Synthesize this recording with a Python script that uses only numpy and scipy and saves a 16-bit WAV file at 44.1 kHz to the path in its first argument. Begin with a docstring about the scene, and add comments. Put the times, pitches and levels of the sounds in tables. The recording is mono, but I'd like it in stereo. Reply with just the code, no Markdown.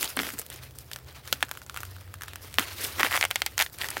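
"""An ear of corn twisted on its stalk by hand, close to a handheld camera's microphone in an open field.
Dry husk and stem fibres snap, singly and in ratcheting runs, each break coloured by the hollow ear.
Just as near, papery leaves rub and crinkle, and the shaken stalk thuds in its few low modes.
Far off an engine drones and drops in pitch, over the low rumble and faint hiss of the open air."""
import sys
import numpy as np
from scipy import signal
from scipy.fft import rfft, irfft, next_fast_len
from scipy.io import wavfile
from scipy.ndimage import uniform_filter1d, map_coordinates

SR = 44100
rng = np.random.default_rng(int(sys.argv[2]) if len(sys.argv) > 2 else 0)


def wav_record(signal):
    """Record a signal, one row per channel, as 16-bit PCM in the file named by sys.argv[1]."""
    frames = np.transpose(np.atleast_2d(signal))
    bounded = np.clip(frames, -1, 1)
    # unit amplitude maps onto the largest positive 16-bit level
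    quanta = np.round(bounded * 32767).astype(np.int16)
    wavfile.write(sys.argv[1], SR, quanta)


N = 176400

# fibres breaking at the microphone: (time [s], level [dB], bass [dB], bite [dB], treble [dB])
FIBRE_BREAKS = [(0.0105, -28.5, 1, 35, 32), (0.029, -21, -15, 1, 12), (0.0439, -24, 12, 16, 22),
                (0.055, -32, -3, 28, 24), (0.0765, -34, -10, 26, 15), (0.1673, -25.5, 1, -13, 42),
                (0.1714, -20.5, 3, 0, -18), (0.1909, -21, -1, 0, -5), (0.1998, -25.5, 8, -6, -12),
                (0.2183, -33, -10, 0, 2), (0.233, -29, 17, 4, 2), (0.2684, -32, -4, -3, 2),
                (0.2899, -31, -7, -3, 2), (0.3034, -32, 0, 7, 10), (0.339, -37.5, 12, -11, 10),
                (0.389, -28, 10, 11, 29), (0.395, -23, 23, -18, 19), (0.416, -35.5, 5, -1, 13),
                (0.4642, -37.5, 11, 11, 22.5), (0.5013, -33, 20, 8, 16), (0.527, -38.5, 6, 24, 23),
                (0.5606, -40.5, 7, 3, 10), (0.7095, -50, 5, 10, 13), (0.7867, -36, -18, 8.5, 22),
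                (0.915, -33, 14, 12, 8.5), (0.9331, -30, 12, 29, 28), (0.961, -33, 2, -1, 3),
                (1.276, -36, 11, 8, 9.5), (1.327, -13, 16, 12.5, 13.5), (1.407, -39, 3, 6, 11),
                (1.4272, -15.5, 5.5, 0, 0.5), (1.4919, -40.5, 0, -10, 8), (1.5134, -28, 3, -3.5, 3.5),
                (1.552, -44, -5, -7, -3), (1.5733, -35.5, -25, -7, 3), (1.6174, -40.5, -16, -7, 3),
                (1.6641, -42.5, 10, -3, 11), (1.6968, -32.5, -13, -5.5, 1), (1.7438, -38, 18, -2, 9),
                (1.763, -32, 2, -5, -1), (1.7733, -28.5, -4, -4.5, 4.5), (1.8048, -34, 20, 1, 16),
                (1.8326, -31, -9, -5, 3), (1.852, -38.5, 0, 11, 21), (1.9647, -42.5, 0, -9, 1),
                (2.1404, -34, -10, -5, 3.5), (2.21, -36.5, -9, -4, 1), (2.22, -32, -20, 1, 7),
                (2.2346, -32.5, 0, 0, 6.5), (2.2821, -35, -8, 1, 10), (2.3343, -37, 22, 5, 9),
                (2.358, -33, 3, 5, 11), (2.5415, -33.5, 9, 9, 16.5), (2.5849, -11, 11.5, 7.5, -0.5),
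                (2.5915, -27, -3, -2, 13), (2.5954, -22, -6, 2, 6), (2.8491, -26, 25, 24.5, 21),
                (2.9964, -20.5, 6, -1, -3), (3.002, -22.5, 12, 3, -3), (3.0065, -21.5, 26, -1, 0),
                (3.0113, -23, -2, -7, -3), (3.0315, -13.5, -6, 1, -4.5), (3.0473, -22, 6, -12, -13),
                (3.1111, -27, -3, -9, -1), (3.1181, -25.5, 4, -7, -3), (3.1266, -24, 7, 3, -1),
                (3.1347, -28, 2, -11, -4), (3.1403, -23, -7, -4, -3), (3.1456, -24, 13, -3, -3),
                (3.1525, -22.5, 4, -8, -5), (3.1582, -22.5, 4, 1, -5), (3.1659, -22, 4, 4, 5),
                (3.1753, -21, -2, -3, -5), (3.2116, -19.5, 2.5, 1, 1), (3.2271, -17, 0, 4, -2),
                (3.2395, -20, 10, 2, -1), (3.2514, -18.5, 3, 0, 1), (3.3056, -32, 9, -9, 5),
                (3.3112, -20, -3, -1.5, -1.5), (3.358, -16, 4, 6, 2.5), (3.4192, -19, 5, 5.5, 1),
                (3.463, -18, -3, 3, 2.5), (3.5793, -18.5, -16, 3, 7), (3.5913, -18, -1, 11, 8),
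                (3.6, -17, -11, -5.5, -4.5), (3.6109, -17.5, 2, 3.5, 1), (3.6178, -21, -13, -3, -2),
                (3.6233, -19.5, -5, -0.5, 2), (3.663, -31, 0, 8.5, 1.5), (3.7858, -33, 9, 18, 22),
                (3.8145, -27, 0, 15, 6.5), (3.8198, -27, 7, 14, 3), (3.8351, -31.5, 7, -3, -9),
                (3.8436, -27, -5, -2, -2), (3.8866, -29, -23, -9, -2.5), (3.9042, -27, -1, 17, 28),
                (3.9134, -35, 2, -15, -1), (3.9687, -24, 9.5, -5.5, -11)]
# spectrum common to all breaks: (frequency [Hz], level [dB])
SNAP_SPECTRUM = [(60, -41.5), (200, -31.5), (350, -17), (500, -8.5), (700, -4), (1000, -2.5), (1400, 2),
                 (2000, -2.5), (2800, -3), (4200, -10.5), (6000, -9.5), (9000, -11.5), (13000, -12),
                 (16000, -16)]
# resonances of the ear whatever the grip: (frequency [Hz], lift [dB])
HUSK_RESONANCES = [(3350, 5), (4450, 5)]
# the hand's grip tunes the hollow ear and moves it in front of the microphone:
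# (time [s], low resonance [Hz], notch [Hz], main resonance [Hz], left minus right [dB])
HAND_GRIP = [(0, 425, 790, 2210, -1.5), (1.327, 560, 2030, 1420, -6.5), (1.429, 850, 420, 1690, -4),
             (1.7, 1160, 600, 1350, -3.5), (2.58, 1090, 554, 1950, -2), (3.1, 1130, 667, 1921, -5),
             (3.25, 720, 1210, 2210, -1.5), (3.6, 866, 1170, 1900, -1.5)]
# the husk tearing: (peak time [s], half length [s], level [dB])
HUSK_TEARS = [(3.004, .014, -26), (3.064, 0.021, -27), (3.148, 0.028, -28.5), (3.238, 0.014, -30.5),
              (3.61, .02, -28)]
# crunch of a tear: (frequency [Hz], level [dB])
TEAR_SPECTRUM = [(250, -29), (700, -8), (1300, -7), (1900, 3), (3000, -7), (5000, -23), (15000, -19)]
# leaves rubbing close by: (peak time [s], rise [s], fall [s], mid level [dB], treble level [dB])
LEAF_STROKES = [(0.032, 0.05, 0.064, -32.5, -30.5), (.22, 0.049, 0.11, -35, -35.5),
                (.395, 0.0091, 0.017, -39.5, -34.5), (.54, 0.032, 0.059, -42, -50),
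                (0.635, 0.021, 0.044, -43.5, -46), (0.799, 0.063, 0.068, -54, -52),
                (.95, 0.077, 0.13, -51, -52.5), (1.09, 0.03, 0.028, -47, -62),
                (1.169, 0.024, 0.045, -44, -60), (1.28, 0.041, 0.24, -46.5, -49.5),
                (1.55, 0.035, 0.098, -55, -53.5), (1.809, 0.11, 0.34, -48.5, -53),
                (2.28, 0.057, 0.25, -49.5, -55), (2.438, 0.018, 0.13, -44.5, -45.5),
                (2.609, 0.015, 0.044, -33, -39), (2.702, 0.086, 0.09, -38, -49),
                (2.845, 0.08, 0.098, -34.5, -33), (2.999, 0.043, 0.02, -35, -35.5),
                (3.055, 0.04, 0.041, -29, -31.5), (3.15, 0.043, 0.053, -33, -33),
                (3.48, 0.76, 0.1, -48.5, -51), (3.609, 0.026, 0.034, -38, -33),
                (3.745, 0.023, 0.077, -50, -49), (3.824, 0.032, 0.1, -35, -39.5),
                (3.98, 0.047, 0.11, -37, -46)]
# the leaves' three bands of hiss and their dry ticks: (frequency [Hz], level [dB])
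LEAF_MID = [(200, -32), (600, -5), (1300, 0.5), (2200, 1), (4200, -1), (6500, -9.5), (12000, -11)]
LEAF_TREBLE = [(2500, -17), (5000, 5.5), (7000, 0), (11000, 3), (15000, 4.5), (17000, -11)]
LEAF_BASS = [(90, -32), (180, -9), (350, 0.5), (550, -3), (900, -26), (2000, -84)]
TICK_SPECTRUM = [(700, -14.5), (1350, 10.5), (2200, -2), (5000, -1), (15000, -2)]
# jolts of the stalk: (time [s], level [dB], time to fall 60 dB [s])
STALK_JOLTS = [(0.169, -31.5, 0.14), (0.19, -34.5, 0.27), (0.334, -37, 0.1), (1.326, -36.5, 0.069),
               (1.431, -34, 0.046), (2.586, -27, 0.08), (2.996, -35.5, 0.091), (3.031, -26, 0.052),
               (3.968, -37.5, 0.079)]
# modes of the plant: (frequency [Hz], level [dB])
STALK_MODES = [(190, -7), (236, -4), (284, 1.5), (345, -6), (430, -8.5)]
# the engine, heard from far off: (time [s], firing rate [Hz], level [dB])
ENGINE_COURSE = [(0, 124, -72), (.35, 123.1, -59.5), (.5, 127, -55), (1.15, 127, -55.5),
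                 (1.65, 125.9, -62.5), (1.78, 118.4, -60), (1.87, 92.8, -46), (2.3, 93.9, -51),
                 (2.9, 93.4, -51), (3.2, 92.2, -55), (4, 88.7, -75)]
# rumble and hiss of the open field: (frequency [Hz], level [dB])
RUMBLE_SPECTRUM = [(20, -44), (35, -21), (48, -18), (62, 0), (80, 1), (105, -3.5), (150, -10.5),
                   (220, -24.5), (500, -23), (2000, -73)]
AIR_SPECTRUM = [(100, -6), (250, -2.5), (600, -2.5), (1500, -13), (4000, -20.5), (8000, -33),
                (16000, -12.5)]
# how alike the microphone's two sides are: (frequency [Hz], correlation [-1 to 1])
STEREO_LIKENESS = [(60, 0.91), (300, 0.83), (1000, 0.26), (2000, 0.058), (4000, -0.18), (10000, -0.051)]

BASS_HZ, BODY_HZ, BITE_HZ, TREBLE_HZ = 320, 1230, 3920, 7800  # where a snap's own colour acts
LOW_LIFT_DB, NOTCH_DB, MAIN_LIFT_DB = 4, -6, 8
RESONANCE_SCATTER, RESONANCE_WIDTH = 0.025, 0.098  # shares of the frequency
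BEND_S = .00025  # bending waves bring 1 kHz this late, the treble sooner
FLUTTER_DB, FLUTTER_T60, FLUTTER_LOW_HZ = -2, .01, 1500
RING_DB, RING_T60, RING_TOP_HZ = -8.5, 0.062, 7000  # ear and leaves ring on, duller than the break
ECHO_DB, ECHO_S = -14.5, 0.0037  # off the person holding the ear
CRINKLES_PER_S, CRINKLE_SCATTER_DB = 900, 7
CRINKLE_SMOOTHING = 0.23  # harder strokes blur their crinkles [dB per dB]
RELEASE_SHAPE = 1.04  # above 1, a stroke stops more cleanly than an exponential
TICKS_PER_S, TICK_T60, TICK_DB = 55, .006, -2
SNAP_TRIM_DB, MID_TRIM_DB, TREBLE_TRIM_DB, BASS_TRIM_DB = 0.5, 0.5, 0.5, -13.5  # on the listed levels
PLANT_PAN_DB = -2  # left minus right: the plant stands a little to the right
RUMBLE_DB, AIR_DB = -51.5, -55.5
CEILING, TOP_HZ = .8, 16100


def husk_snaps(size=4096):
    """Close up, each break is a sharp pulse, a flutter, a ring and an echo, coloured by the hollow ear."""
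    out = np.zeros((2, N + size))
    t, hz = np.arange(size) / SR, np.fft.rfftfreq(size, 1 / SR)
    attack = t < .004  # a snap's level is set over this stretch
    bend = np.exp(-4j * np.pi * BEND_S * np.sqrt(1000 * hz))
    grip_s, *grip = np.transpose(HAND_GRIP)
    for s, db, bass, bite, treble in FIBRE_BREAKS:
        own_colour = [(BASS_HZ, bass), (BODY_HZ, 0), (BITE_HZ, bite), (TREBLE_HZ, treble)]
        low_hz, notch_hz, main_hz, pan_db = (np.interp(s, grip_s, column) for column in grip)
        gripped = [(low_hz, LOW_LIFT_DB), (notch_hz, NOTCH_DB), (main_hz, MAIN_LIFT_DB)]
        hollow_db = 0
        for centre_hz, lift_db in HUSK_RESONANCES + gripped:
            pulled_hz = centre_hz * np.exp(rng.normal(0, RESONANCE_SCATTER))  # each fibre detunes it
            hollow_db += lift_db / (1 + ((hz / pulled_hz - 1) / RESONANCE_WIDTH) ** 2)
        colour = minimum_phase(amp(along(SNAP_SPECTRUM, hz) + along(own_colour, hz) + hollow_db))
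        arrival_s = (np.array([[5], [7]]) + rng.normal(0, 1.5, (2, 1))) / SR  # left, right
        pulse = bend * np.exp(-2j * np.pi * hz * arrival_s)
        flutter = amp(FLUTTER_DB) * rfft(burst(t, FLUTTER_T60, spread=0.6))
        flutter *= hz / (hz - 1j * FLUTTER_LOW_HZ)  # low cut
        echo = amp(ECHO_DB) * rfft(burst(t, FLUTTER_T60)) * np.exp(-2j * np.pi * hz * ECHO_S)
        ring = amp(RING_DB) * rfft(burst(t, RING_T60)) / (1 + 1j * hz / RING_TOP_HZ)
        snap = irfft(colour * (pulse + flutter + echo + ring))
        snap /= np.sqrt(np.mean(snap[:, attack] ** 2))
        out[:, round(s * SR):][:, :size] += amp(db + SNAP_TRIM_DB) * pan(rng.normal(pan_db, 1)) * snap
    return out[:, :N]


def husk_tearing():
    """Between the big breaks of a run, fine fibres give way in a dense, close crunch."""
    t = np.arange(N) / SR
    level = sum(amp(db) * np.exp(-((t - s) / half) ** 2) for s, half, db in HUSK_TEARS)
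    fibres = crinkles(CRINKLES_PER_S, TICK_T60) * rng.standard_normal((2, N))
    return pan(PLANT_PAN_DB) * level * stereo(fibres, TEAR_SPECTRUM)


def leaf_rubbing():
    """Leaves slide together by the microphone: a crinkling hiss, with dry ticks where they move slowly."""
    t = np.arange(N) / SR
    power = np.full((2, N), 1e-12)
    for s, rise, fall, *levels_db in LEAF_STROKES:
        swell = np.exp(-np.where(t < s, ((t - s) / rise) ** 2, abs((t - s) / fall) ** RELEASE_SHAPE))
        power += np.outer(amp(levels_db), swell) ** 2
    mid, treble = np.sqrt(power)
    crinkle_share = (mid / np.median(mid)) ** -CRINKLE_SMOOTHING
    shared_crinkles = crinkles(CRINKLES_PER_S, FLUTTER_T60)
    ticks = stereo(crinkles(TICKS_PER_S, TICK_T60) * rng.standard_normal((2, N)), TICK_SPECTRUM)
    tick_level = amp(TICK_DB) * np.minimum(treble, np.sqrt(treble * np.median(treble)))

    def band(spectrum, rough_db):
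        """One band of hiss, with shared crinkles and its own, rms 1."""
        crinkle_power = (shared_crinkles ** 2 + crinkles(CRINKLES_PER_S, FLUTTER_T60) ** 2) / 2
        grain = np.sqrt((1 + crinkle_share ** 2 * crinkle_power) / (1 + crinkle_share ** 2))
        return stereo(grain * amp(rough_db * wobble(70)) * leaf_friction(), spectrum)

    return pan(PLANT_PAN_DB) * (mid * amp(MID_TRIM_DB) * band(LEAF_MID, rough_db=2.2)
                                + treble * amp(TREBLE_TRIM_DB) * band(LEAF_TREBLE, rough_db=3.5)
                                + mid * amp(BASS_TRIM_DB) * band(LEAF_BASS, rough_db=2)
                                + tick_level * ticks)


def leaf_friction(size=512, patchy_db=2):
    """Two unrelated noises whose colour shifts as other parts of the leaves touch."""
    spectra = signal.stft(rng.standard_normal((2, N)), nperseg=size)[2]
    patches = uniform_filter1d(rng.standard_normal(spectra.shape[1:]), size=7, axis=0)  # over frequency
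    patches = uniform_filter1d(patches, size=6, axis=1)  # over time
    return signal.istft(spectra * amp(patchy_db * unit(patches)), nperseg=size)[1][:, :N]


def crinkles(per_s, t60, size=900):
    """The envelope of a stream of tiny buckles of uneven size, rms 1."""
    onsets = rng.random(N) < per_s / SR
    buckles = onsets * amp(CRINKLE_SCATTER_DB * np.clip(rng.standard_normal(N), -2, 2))
    decay = amp(-60 * np.arange(size) / SR / t60)
    power = signal.fftconvolve(buckles ** 2, decay ** 2)[:N]
    return unit(np.sqrt(abs(power)))


def stalk_thuds(detune=0.022, attack_s=0.0036):
    """Dull thuds close by: the plant's damped low modes, a little different at every jolt."""
    out, t = np.zeros(N + SR), np.arange(SR // 2) / SR
    for s, db, t60 in STALK_JOLTS:
        ring = sum(amp(level) * np.sin(2 * np.pi * (hz * (1 + rng.normal(0, detune)) * t + rng.random()))
                   for hz, level in STALK_MODES)
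        envelope = amp(db - 60 * t / t60) * (1 - np.exp(-t / attack_s))
        out[round(s * SR):][:len(t)] += envelope * unit(ring)
    return pan(PLANT_PAN_DB) * out[:N]


def far_engine(waver_hz=2, waver_db=2):
    """An engine's firing tone from far across the field, wavering in pitch and level."""
    times, *columns = np.transpose(ENGINE_COURSE)
    hz, db = (np.interp(np.arange(N) / SR, times, column) for column in columns)
    phase = 2 * np.pi * np.cumsum(hz + waver_hz * wobble(39.9)) / SR
    return amp(db + waver_db * wobble(24.9)) * unit(np.sin(phase))


def field_air():
    """The open field all around: a steady low rumble and a faint hiss."""
    rumble = amp(RUMBLE_DB) * stereo(rng.standard_normal((2, N)), RUMBLE_SPECTRUM)
    hiss = amp(AIR_DB) * stereo(rng.standard_normal((2, N)), AIR_SPECTRUM)
    return rumble + hiss


def amp(db):
    """Decibels to gain."""
    return 10 ** (np.asarray(db) / 20)


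def unit(x):
    """Scaled to rms 1."""
    return x / np.sqrt(np.mean(x ** 2) + 1e-20)


def along(points, hz):
    """A curve through (frequency [Hz], value) points on a log axis."""
    knots_hz, values = np.transpose(points)
    return np.interp(np.log(hz + 1), np.log(knots_hz + 1), values)


def wobble(rate):
    """A smooth random curve, rate knots a second."""
    return map_coordinates(rng.standard_normal(int(N * rate / SR) + 4), [np.arange(N) * rate / SR])


def filtered(x, response):
    """x through a frequency response."""
    size = next_fast_len(N + SR // 2)
    return irfft(rfft(x, size) * response(np.fft.rfftfreq(size, 1 / SR)), size)[..., :N]


def minimum_phase(gain):
    """The minimum-phase response with this gain."""
    cepstrum = irfft(np.log(np.maximum(gain, 1e-6)))
    half = len(cepstrum) // 2
    cepstrum[1:half] *= 2
    cepstrum[half + 1:] = 0
    return np.exp(rfft(cepstrum))


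def pan(db):
    """Left and right gains of constant power."""
    return unit(amp([[db / 2], [-db / 2]]))


def stereo(pair, spectrum):
    """Two unrelated signals, coloured and blended so that the bass is alike on both sides; rms 1."""
    def response(hz):
        angle = np.arccos(np.clip(along(STEREO_LIKENESS, hz), -1, 1)) / 2
        return amp(along(spectrum, hz)) * [np.cos(angle), np.sin(angle)]

    mid, side = filtered(pair, response)
    return unit(np.array([mid + side, mid - side]))


def burst(t, t60, spread=1):
    """A dying stereo noise of energy 1 per side."""
    noise = rng.standard_normal(len(t)) + spread * rng.standard_normal((2, len(t)))
    noise *= amp(-60 * t / t60)
    return noise / np.linalg.norm(noise, axis=1, keepdims=True)


def scene():
    """The plant close to the microphone, the field behind."""
    return husk_snaps() + husk_tearing() + leaf_rubbing() + stalk_thuds() + far_engine() + field_air()


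def record(dry):
    """The camera rounds off the highest peaks and keeps nothing above its band limit."""
    rounded = dry / (1 + (dry / CEILING) ** 6) ** (1 / 6)
    return filtered(rounded, lambda hz: hz < TOP_HZ)


dry = scene()
out = record(dry)
wav_record(out)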